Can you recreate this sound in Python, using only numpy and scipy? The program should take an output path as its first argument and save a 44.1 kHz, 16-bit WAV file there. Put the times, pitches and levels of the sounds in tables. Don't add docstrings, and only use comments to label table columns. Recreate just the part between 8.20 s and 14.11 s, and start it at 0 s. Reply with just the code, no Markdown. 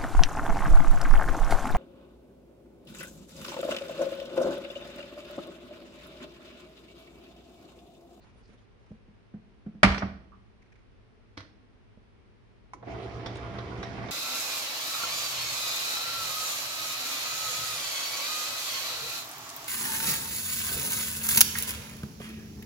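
import sys
import numpy as np
from scipy import signal
from scipy.fft import rfft, irfft, next_fast_len
from scipy.io import wavfile

SR = 44100
rng = np.random.default_rng(int(sys.argv[2]) if len(sys.argv) > 2 else 0)


def inscribe(sig):
    pcm = np.round(np.clip(np.atleast_2d(sig).T, -1, 1) * 32767)
    wavfile.write(sys.argv[1], SR, pcm.astype(np.int16))


N = 260631
TIME = np.arange(N) / SR
AGE = TIME[:SR * 3 // 2]


# frequency in Hz, density in dB per Hz.
ROOM_TONE = [(20, -8.5), (32, 5), (58, 4.5), (80, -1), (112, 6), (145, -8.5), (215, -1.5), (300, -10),
             (415, -6), (520, -14), (1000, -18), (2400, -22), (5800, -35.5), (7600, -47), (9500, -43.5),
             (11500, -57)]
# frequency in Hz, T60 in seconds.
KITCHEN_T60 = [(60, 0.24), (200, 0.93), (700, 0.51), (2000, 0.49), (5000, 0.53), (10000, 0.15)]
# frequency in Hz, likeness from -1 to 1.
LIKENESS = [(60, .95), (250, .98), (500, .92), (1000, .15), (2000, -.15), (4500, .2), (10000, -.4)]
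# frequency in Hz, left minus right in dB.
MIC_BALANCE = [(60, 0.07), (500, -2.5), (2000, -1.43), (3500, -2.5), (5500, -4.5), (7200, 4), (10000, 0.5)]
MIC_LOW_CUT_HZ, CUTOFF_HZ = 24, 10600

# start in seconds, length in seconds, level in dB.
BRUSHES = [(0.0, 0.16, -63), (0.13, 0.14, -63.5), (0.267, 0.096, -62), (0.328, 0.14, -66.5),
           (0.562, 0.24, -67)]
# frequency in Hz, density in dB per Hz.
SLEEVE_COLOUR = [(150, 19), (400, 17.5), (1000, 11), (2500, 6.5), (4500, -2.5), (6500, -3), (8000, -16),
                 (9600, -5), (11000, -32)]
# start in seconds, length in seconds, level in dB, pitch in Hz, width in Hz.
SCRAPES = [(0.0, 0.052, -73, 4200, 900), (0.16, 0.06, -82, 9400, 1300), (0.22, 0.077, -71, 4740, 1500),
           (0.273, .013, -72, 5400, 2800), (0.36, 0.06, -72.5, 3350, 700), (5.155, 0.0054, -59, 6940, 4000),
           (5.169, 0.0056, -60, 7000, 4000)]

# start in seconds, level in dB.
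TAPS = [(0.157, -3.5), (0.19, -12), (0.212, -9), (0.293, -2.5), (0.717, 6.5), (3.774, 0)]
# frequency in Hz, level in dB, T60 in seconds.
TAP_MODES = [(208.3, -42.5, 0.02), (470, -46, 0.015)]
# start in seconds, level in dB.
SLIPS = [(2.419, -62), (2.455, -68), (2.519, -60), (2.553, -63), (2.586, -70)]
SLIP_S = 0.015
# frequency in Hz, density in dB per Hz.
CREAK_COLOUR = [(800, -20), (1800, -2.5), (2300, 2), (2900, -17), (5000, -19), (6200, -16), (7200, -27),
                (11000, -36)]

# start in seconds, level in dB.
BUMPS = [(0.295, -23.5), (0.706, -11), (0.881, -19), (1.139, -4.5), (1.4625, -1), (1.549, -11)]
# frequency in Hz, level in dB, T60 in seconds.
GASKET_MODES = [(178, -22, .06), (206, -16.5, .075), (245, -22, .055), (300, -26, .05)]
# frequency in Hz, density in dB per Hz.
BUMP_KNOCK = [(70, -1.5), (110, 0), (200, 1), (330, -7.5), (460, -0.5), (580, -11.5), (750, -7.5),
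              (950, -20), (1150, -12), (2500, -20)]
GASKET_SWELL_S = 0.0096

# start in seconds, level in dB,
# contact brightness (treble limit) in Hz.
DOOR_BLOWS = [(1.6316, 2, 9100), (1.6366, -15.5, 6870), (1.822, -13.5, 1250)]
# frequency in Hz, level in dB, T60 in seconds.
DOOR_MODES = [(251, -31, .3), (318, -31, .25), (415, -34, .55), (456, -39, .3), (666, -28, .42),
              (705, -30, .2), (770, -29, .28), (812, -31, .33), (991, -35, .3), (1105, -28, .2),
              (1180, -25.5, .24), (1386, -30, .25), (1529, -32, .28), (1641, -30, .26), (1878, -29, .28),
              (2013, -29, .26), (2148, -29, .2), (2207, -29, .22), (2325, -30, .25), (2650, -33, .2),
              (3036, -33, .27), (4229, -35.5, .28), (4470, -36, .2), (4990, -39, .2)]
# frequency in Hz, density in dB per Hz.
DOOR_CRACK = [(70, -23), (140, -18), (290, -6), (380, -14), (500, -8), (700, 1.5), (920, -6), (1200, 0.5),
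              (1500, -2), (2200, -2.5), (2800, -10), (3300, -16), (4600, -16), (6000, -22.5), (7200, -28),
              (10000, -27), (14000, -49)]

# start in seconds, level in dB.
THUDS = [(1.633, 0), (1.821, -12)]
# frequency in Hz, level in dB, T60 in seconds.
TUB_MODES = [(62, -35.5, 1.4), (110, -23, .22), (196, -10.3, 0.25), (279, -19, .17)]
# frequency in Hz, density in dB per Hz.
BOOM_COLOUR = [(25, -7), (45, 0), (100, 0.5), (220, 0), (330, -6.5), (500, -21.5), (1500, -60)]
BOOM_SWELL_S = 0.012
# start in seconds, length in seconds, level in dB, pitch in Hz.
LURCHES = [(1.644, 0.054, -24, 48), (1.693, .06, -22.5, 65), (1.823, .07, -34.5, 72), (1.915, .06, -43, 70)]

RACKS_S, RACKS_ATTACK_S = 1.636, 0.009
CRASH_DB, CRASH_T60_S = -21, 0.055
CHATTER_DB, CHATTER_HOLD_S, CHATTER_T60_S = -39.5, 0.07, 0.38
RATTLES_PER_S, RATTLE_SPREAD_DB = 260, 3.5
# start in seconds, level in dB.
RACK_KNOCKS = [(1.6485, -18.5), (1.661, -26.5), (1.6877, -29.5), (1.703, -32.5), (1.722, -32), (1.745, -34),
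               (1.78, -31)]
# frequency in Hz, density in dB per Hz.
RACK_COLOUR = [(200, -10), (420, -4), (700, -1), (1300, 0.5), (2700, 0.5), (3400, -7), (5800, -14),
               (7200, -32), (11000, -42)]
# start in seconds, level in dB, pitch in Hz, width in Hz, T60 in seconds.
PINGS = [(1.78, -45, 5600, 850, .11), (2.119, -54, 1140, 240, .22), (5.061, -43.5, 3480, 300, .11),
         (5.061, -53, 5500, 500, .1), (5.385, -50, 3900, 300, .08), (5.628, -47, 3900, 300, .09),
         (5.628, -49, 5600, 500, .15)]
PING_ATTACK_S = 0.0016

# start in seconds, level in dB.
SWITCH = [(3.172, -46.5), (3.1755, -37), (3.180, -50), (3.186, -49), (3.205, -44.5)]
# frequency in Hz, level in dB, T60 in seconds.
SWITCH_MODES = [(292, -12, .13), (315, -11, .18), (1150, -14, .035), (1682, -22, .2), (1997, -23, .22),
                (3278, -29, .2), (4355, -27, .22), (5421, -28, .2)]
# frequency in Hz, density in dB per Hz.
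SWITCH_COLOUR = [(35, -10), (90, 7), (190, -5), (300, -4.5), (420, -4), (660, -2.5), (880, -13),
                 (1150, -3.5), (1400, -3), (2000, -2), (2600, -11.5), (3300, -8), (4300, -9), (4900, -13),
                 (5800, -12), (7400, -34), (10000, -31), (12000, -55)]
# start in seconds, level in dB.
RELAY = [(4.5345, 0.5), (4.5405, -18)]
# frequency in Hz, level in dB, T60 in seconds.
RELAY_MODES = [(850, -28.5, 0.021), (1012, -23, 0.02), (1284, -37, 0.028), (2200, -44.5, 0.034)]
# frequency in Hz, density in dB per Hz.
RELAY_SNAP = [(200, -6), (550, -7), (800, 8), (1200, 6), (1600, 3), (2200, 7), (3000, -7.5), (5000, -4.5),
              (6500, 2.5), (7600, -14), (9800, -8), (11000, -52)]
RELAY_SWELL_S = 0.0019

PUMP_START_S, SPIN_UP_S, START_SLIP_HZ = 4.535, 0.0987, 14.25
MAINS_HZ, ROTOR_HZ = 60, 56.42
THROB_S = 4.982
# multiple of the mains frequency, level in dB.
MAINS_LINES = [(2, -46), (8, -58.5), (14, -63.5)]
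# multiple of the rotor speed, level in dB.
ROTOR_LINES = [(2, -42.5), (6, -50), (7, -44.5), (8, -50), (9, -59), (12, -47)]
MOTOR_DB, MOTOR_RISE_S = 3.5, 0.22
ROTOR_DB, ROTOR_RISE_S, ROTOR_WAVER_DB = -3, 0.27, 2
WOBBLE_TURNS, WOBBLES_PER_S = 0.005, 12
STRAIN_S, STRAIN_LENGTH_S, STRAIN_DB = 4.72, 0.18, 4.5
GROWL_DB, GROWL_HZ, GROWL_WIDTH_HZ, GROWL_T60_S = -52, 330, 200, 0.35
# start in seconds, level in dB, T60 in seconds.
GULPS = [(4.625, -48, 0.15), (4.667, -41, 0.64)]
GULP_ATTACK_S, CHURN_DB = 0.0053, -55.5

WATER_START_S, PRESSURE_RISE_S = 4.59, 0.22
SPRAY_START_S, SPRAY_RISE_S = 4.61, 0.12
DRUMMING_DB, DRUMMING_GROWTH_DB_PER_S = -46, 4.5
SPRAY_DB, SPRAY_GROWTH_DB_PER_S = -50, 2.5
SLOSH_DB = 2.8
# frequency in Hz, density in dB per Hz.
DRUMMING = [(25, -4), (45, -8), (65, 14.5), (77, 5), (92, 8.5), (140, -1), (200, 5.5), (255, 2.5),
            (315, 3.5), (440, -2), (580, -3), (710, -9), (830, -19), (2000, -46.5)]
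# frequency in Hz, density in dB per Hz.
HISS = [(450, -24.5), (750, -12.5), (1050, -1.5), (1500, -9.5), (1900, -8), (2300, -7), (2800, -13),
        (3500, -15.5), (4500, -19.5), (5700, -21.5), (7000, -30.5), (8000, -39), (9600, -36), (11000, -71)]
GURGLES_DB = -5.5
GURGLES_PER_S, GURGLE_SPREAD_DB = 70, 18
GURGLE_LOW_HZ, GURGLE_HIGH_HZ = 659, 2258
GURGLE_CYCLES, GURGLE_RISE = 55, 0.12
# start in
# seconds, level in dB, brightness (treble limit) in Hz.
SPLASHES = [(4.626, -38, 1300), (4.68, -37.5, 1710), (4.745, -35.5, 1500), (5.004, -49, 6000),
            (5.059, -30, 8740), (5.156, -40.5, 12000), (5.185, -35, 1400), (5.351, -39, 2000),
            (5.384, -34, 4950), (5.6275, -31, 9000), (5.777, -33, 1492), (5.838, -31.5, 1310),
            (5.885, -35.5, 4970)]
# frequency in Hz, density in dB per Hz.
SPLASH_COLOUR = [(300, 12.5), (1100, 13), (1900, 12.5), (2700, 0), (3500, 9), (4400, 2.5), (5700, 2),
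                 (7000, -15.5), (10000, -15), (11500, -41)]
SLAP_ATTACK_S, SLAP_T60_S, SLAP_ROUGH_DB = 0.0018, 0.067, 1


def from_db(db):
    return 10 ** (np.asarray(db) / 20)


def rms_one(x):
    return x / np.sqrt(np.mean(x ** 2) + 1e-20)


def at_hz(points, hz):
    table = np.array(points)
    return np.interp(np.log(hz), np.log(table[:, 0]), table[:, 1])


def pan(x, left_db):
    return x * from_db([[left_db / 2], [-left_db / 2]])


def drift(rate, size=N):
    knots = rng.standard_normal(1024)
    return np.interp(TIME[:size] * rate, np.arange(len(knots)), knots)


def rise(start_s, rise_s):
    return np.sin(np.pi / 2 * np.clip((TIME - start_s) / rise_s, 0, 1)) ** 2


def dying(t60):
    return np.exp(-np.log(1000) * AGE / t60)


def burst(start_s, attack_s, t60, hold_s=0):
    release_s = np.maximum(TIME - start_s - attack_s - hold_s, 0)
    return rise(start_s, attack_s) * np.exp(-np.log(1000) * release_s / t60)


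def stroke(start_s, length_s):
    return np.sin(np.pi * np.clip((TIME - start_s) / length_s, 0, 1))


def coloured(x, spectrum, power=1):
    size = next_fast_len(x.shape[-1] + 4096)
    hz = np.maximum(np.arange(size // 2 + 1) * SR / size, 1)
    shaped = rfft(x, size) * from_db(power * at_hz(spectrum, hz))
    return irfft(shaped, size)[..., :x.shape[-1]]


def bands(size, focus=1):
    edges = np.geomspace(20, 15000, 21)
    white = rng.standard_normal((2, 2, size + 8192))
    for k, (low, high) in enumerate(zip(edges, edges[1:])):
        band_filter = signal.butter(2, [low, high], "band", fs=SR, output="sos")
        mid, side = signal.sosfilt(band_filter, white[k % 2])[:, -size:]
        hz = np.sqrt(low * high)
        alike = np.clip(focus * at_hz(LIKENESS, hz), -1, 1)
        yield hz, np.sqrt(1 + alike) * mid + np.sqrt(1 - alike) * side * [[1], [-1]]


def noise(spectrum, patchy_db=0, size=N, focus=1):
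    flickering = sum(band * from_db(patchy_db * drift(25, size)) for hz, band in bands(size, focus))
    return rms_one(coloured(flickering, spectrum))


def resonant_noise(hz, width_hz, size=N):
    b, a = signal.iirpeak(hz, hz / width_hz, fs=SR)
    hiss = rng.standard_normal(size) + rng.standard_normal((2, size))
    once = signal.lfilter(b, a, hiss)
    return rms_one(signal.lfilter(b, a, once))


def crack(spectrum, t60):
    return noise(spectrum, size=len(AGE)) * dying(t60)


def ringing(modes):
    out = 0
    for hz, db, t60 in modes:
        lag = np.arccos(np.clip(at_hz(LIKENESS, hz), -1, 1))
        phase = np.maximum(2 * np.pi * hz * AGE - [[lag], [0]], 0)
        out = out + from_db(db) * dying(t60) * np.sin(phase)
    return out


def clicks(rows):
    out = np.zeros(N)
    for s, db in rows:
        out[round(s * SR)] += from_db(db)
    return out


def grains(per_s, spread_db):
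    sizes = from_db(spread_db * np.minimum(rng.exponential(1, N), 4)) * rng.choice([-1, 1], N)
    return sizes * (rng.random(N) < per_s / SR)


def softened(force, hz):
    low_pass = signal.butter(2, min(hz, .45 * SR), fs=SR, output="sos")
    return signal.sosfilt(low_pass, force + 1e-18)


def through(force, response):
    return signal.fftconvolve(np.atleast_2d(force), response, axes=1)[:, :N]


def kitchen(x, wet_db):
    tail = sum(band * dying(at_hz(KITCHEN_T60, hz)) for hz, band in bands(len(AGE)))
    tail = tail * (1 - np.exp(-AGE / 0.0009))
    return x + from_db(wet_db) * through(x, rms_one(tail) / np.sqrt(len(AGE)))


def room_tone():
    return from_db(-57.5) * pan(noise(ROOM_TONE, focus=0.1), left_db=1.5)


def sleeve():
    brushing = sum(from_db(db) * stroke(s, length) for s, length, db in BRUSHES)
    cloth = noise(SLEEVE_COLOUR, patchy_db=2.5)
    scrapes = sum(from_db(db) * stroke(s, length) * resonant_noise(hz, width)
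                  for s, length, db, hz, width in SCRAPES)
    return (brushing * cloth + scrapes) * from_db(2.4 * drift(88.6))


def finger():
    slips = sum(from_db(db) * stroke(s, SLIP_S) for s, db in SLIPS)
    taps = through(softened(clicks(TAPS), hz=904), ringing(TAP_MODES))
    return slips * noise(CREAK_COLOUR) + taps


def gasket():
    nudges = clicks(BUMPS)
    rubber = signal.butter(2, [140, 340], "band", fs=SR, output="sos")
    springy = ringing(GASKET_MODES) * (1 - np.exp(-AGE / GASKET_SWELL_S))
    bounce = through(signal.sosfilt(rubber, nudges + 1e-18), springy)
    knock = through(softened(nudges, hz=1300), crack(BUMP_KNOCK, t60=.13))
    return kitchen(from_db(-1.0) * bounce + from_db(-43.5) * knock, wet_db=-15)


def door():
    panel = from_db(-8.0) * (ringing(DOOR_MODES) + crack(DOOR_CRACK, t60=0.063))
    force = sum(softened(clicks([(s, db)]), hz) for s, db, hz in DOOR_BLOWS)
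    return through(force, panel)


def cabinet():
    swell = np.minimum(AGE / BOOM_SWELL_S, 1) ** 2
    boom = swell * (ringing(TUB_MODES) + from_db(-27.5) * crack(BOOM_COLOUR, t60=0.52))
    lurches = sum(from_db(db) * stroke(s, length) * np.sin(2 * np.pi * hz * (TIME - s))
                  for s, length, db, hz in LURCHES)
    return through(clicks(THUDS), boom) + lurches


def racks():
    crash = from_db(CRASH_DB) * burst(RACKS_S, RACKS_ATTACK_S, CRASH_T60_S)
    settling = from_db(CHATTER_DB) * burst(RACKS_S, RACKS_ATTACK_S, CHATTER_T60_S, CHATTER_HOLD_S)
    hits = through(grains(RATTLES_PER_S, RATTLE_SPREAD_DB), crack(RACK_COLOUR, t60=0.0074))
    chatter = (crash + settling) * rms_one(hits)
    knocks = through(clicks(RACK_KNOCKS), crack(RACK_COLOUR, t60=0.05))
    pings = sum(from_db(db) * burst(s, PING_ATTACK_S, t60) * resonant_noise(hz, width)
                for s, db, hz, width, t60 in PINGS)
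    return chatter + knocks + pings


def control_switch():
    short_crack = from_db(1.5) * crack(SWITCH_COLOUR, t60=0.037)
    long_crack = from_db(-9.0) * crack(SWITCH_COLOUR, t60=0.26)
    switch = through(clicks(SWITCH), ringing(SWITCH_MODES) + short_crack + long_crack)
    return kitchen(pan(switch, left_db=-0.5), wet_db=-14.5)


def pump_relay():
    housing = ringing(RELAY_MODES) * (1 - np.exp(-AGE / RELAY_SWELL_S))
    relay = through(clicks(RELAY), housing + from_db(-48) * crack(RELAY_SNAP, t60=0.064))
    return kitchen(pan(relay, left_db=-1.0), wet_db=-14.5)


def hum(turns, lines, waver_db=0):
    return sum(from_db(db + waver_db * drift(14)) * np.cos(round(k) * 2 * np.pi * turns) for k, db in lines)


def pump():
    motor_hum = hum(MAINS_HZ * (TIME - THROB_S), MAINS_LINES)
    motor = from_db(MOTOR_DB) * rise(PUMP_START_S, MOTOR_RISE_S) * motor_hum

    run_up = START_SLIP_HZ * SPIN_UP_S * np.exp(-np.maximum(TIME - PUMP_START_S, 0) / SPIN_UP_S)
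    turns = ROTOR_HZ * (TIME - THROB_S) + run_up + WOBBLE_TURNS * drift(WOBBLES_PER_S)
    strain = from_db(STRAIN_DB * stroke(STRAIN_S, STRAIN_LENGTH_S))
    vanes = strain * hum(turns, ROTOR_LINES[1:], ROTOR_WAVER_DB)
    second_harmonic = hum(turns, ROTOR_LINES[:1])
    rotor = from_db(ROTOR_DB) * rise(PUMP_START_S, ROTOR_RISE_S) ** 2 * (second_harmonic + vanes)

    growl = burst(PUMP_START_S, 0.015, GROWL_T60_S) * resonant_noise(GROWL_HZ, GROWL_WIDTH_HZ)
    gulps = sum(from_db(db) * burst(s, GULP_ATTACK_S, t60) for s, db, t60 in GULPS)
    churn = from_db(CHURN_DB) * rise(WATER_START_S, PRESSURE_RISE_S)
    impeller = resonant_noise(690, 110) * from_db(1.5 * drift(40))
    sump = resonant_noise(328, 150) * from_db(2.0 * drift(40))
    gurgling = (gulps + churn) * (from_db(0.5) * impeller + from_db(-2.0) * sump)
    return motor + rotor + from_db(GROWL_DB) * growl + gurgling


def gurgles():
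    out = np.zeros((2, N + len(AGE)))
    age = AGE[:SR // 8]
    for when, pitch, size, side in rng.random((round(GURGLES_PER_S * N / SR), 4)):
        hz = GURGLE_LOW_HZ * (GURGLE_HIGH_HZ / GURGLE_LOW_HZ) ** pitch
        life = age / (GURGLE_CYCLES / hz)
        cycles = hz * age * (1 + GURGLE_RISE * np.minimum(life, 1))
        ring = np.sin(2 * np.pi * cycles) * from_db(-60 * life) * (1 - np.exp(-age * hz))
        start = int(when * N)
        bubble = pan(ring * from_db(-GURGLE_SPREAD_DB * size), left_db=20 * (side - 1.0))
        out[:, start:start + len(age)] += bubble
    return rms_one(kitchen(out[:, :N], wet_db=4.5))


def slaps():
    size = SR // 4
    out = np.zeros((2, N + size))
    sweep = (1 - np.exp(-AGE / SLAP_ATTACK_S)) * dying(SLAP_T60_S)
    for s, db, hz in SPLASHES:
        roughness = from_db(SLAP_ROUGH_DB * drift(300, size))
        rush = noise(SPLASH_COLOUR, size=size) * sweep[:size] * roughness
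        start = round(s * SR)
        out[:, start:start + size] += from_db(db) * softened(rush, hz)
    return kitchen(out[:, :N], wet_db=-9.5)


def water():
    running_s = TIME - WATER_START_S
    pressure = rise(WATER_START_S, PRESSURE_RISE_S)
    drumming = np.sqrt(pressure) * from_db(DRUMMING_DB + DRUMMING_GROWTH_DB_PER_S * running_s)
    hiss = rise(SPRAY_START_S, SPRAY_RISE_S) * from_db(SPRAY_DB + SPRAY_GROWTH_DB_PER_S * running_s)

    patter_force = softened(grains(per_s=65, spread_db=2.5), hz=875)
    patter = rms_one(through(patter_force, ringing(DOOR_MODES) + from_db(-8) * ringing(TUB_MODES)))
    tub = drumming * (noise(DRUMMING, patchy_db=SLOSH_DB, focus=0.76) + from_db(-6.0) * patter)

    drops = rms_one(through(grains(per_s=600, spread_db=2.0), crack(HISS, t60=0.024)))
    fine_spray = from_db(-0.64) * noise(HISS, patchy_db=SLOSH_DB)
    spray = hiss * (fine_spray + from_db(-7.5) * drops + from_db(GURGLES_DB) * gurgles())
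    return pan(tub + spray + slaps(), left_db=-1.5)


def scene():
    hand_and_door = kitchen(finger() + door() + racks(), wet_db=-11.5)
    body = kitchen(pan(cabinet(), left_db=-1.5), wet_db=-19)
    controls = control_switch() + pump_relay()
    return room_tone() + sleeve() + hand_and_door + gasket() + body + controls + pump() + water()


def record(dry):
    left = coloured(dry[0], MIC_BALANCE, 1 / 2)
    right = coloured(dry[1], MIC_BALANCE, -1 / 2)
    low_cut = signal.butter(2, MIC_LOW_CUT_HZ, "high", fs=SR, output="sos")
    ports = signal.sosfilt(low_cut, np.array([left, right]))
    top_cut = signal.ellip(8, .2, 70, CUTOFF_HZ, fs=SR, output="sos")
    return signal.sosfilt(top_cut, np.clip(ports, -1, 1))


dry = scene()
out = record(dry)
inscribe(out)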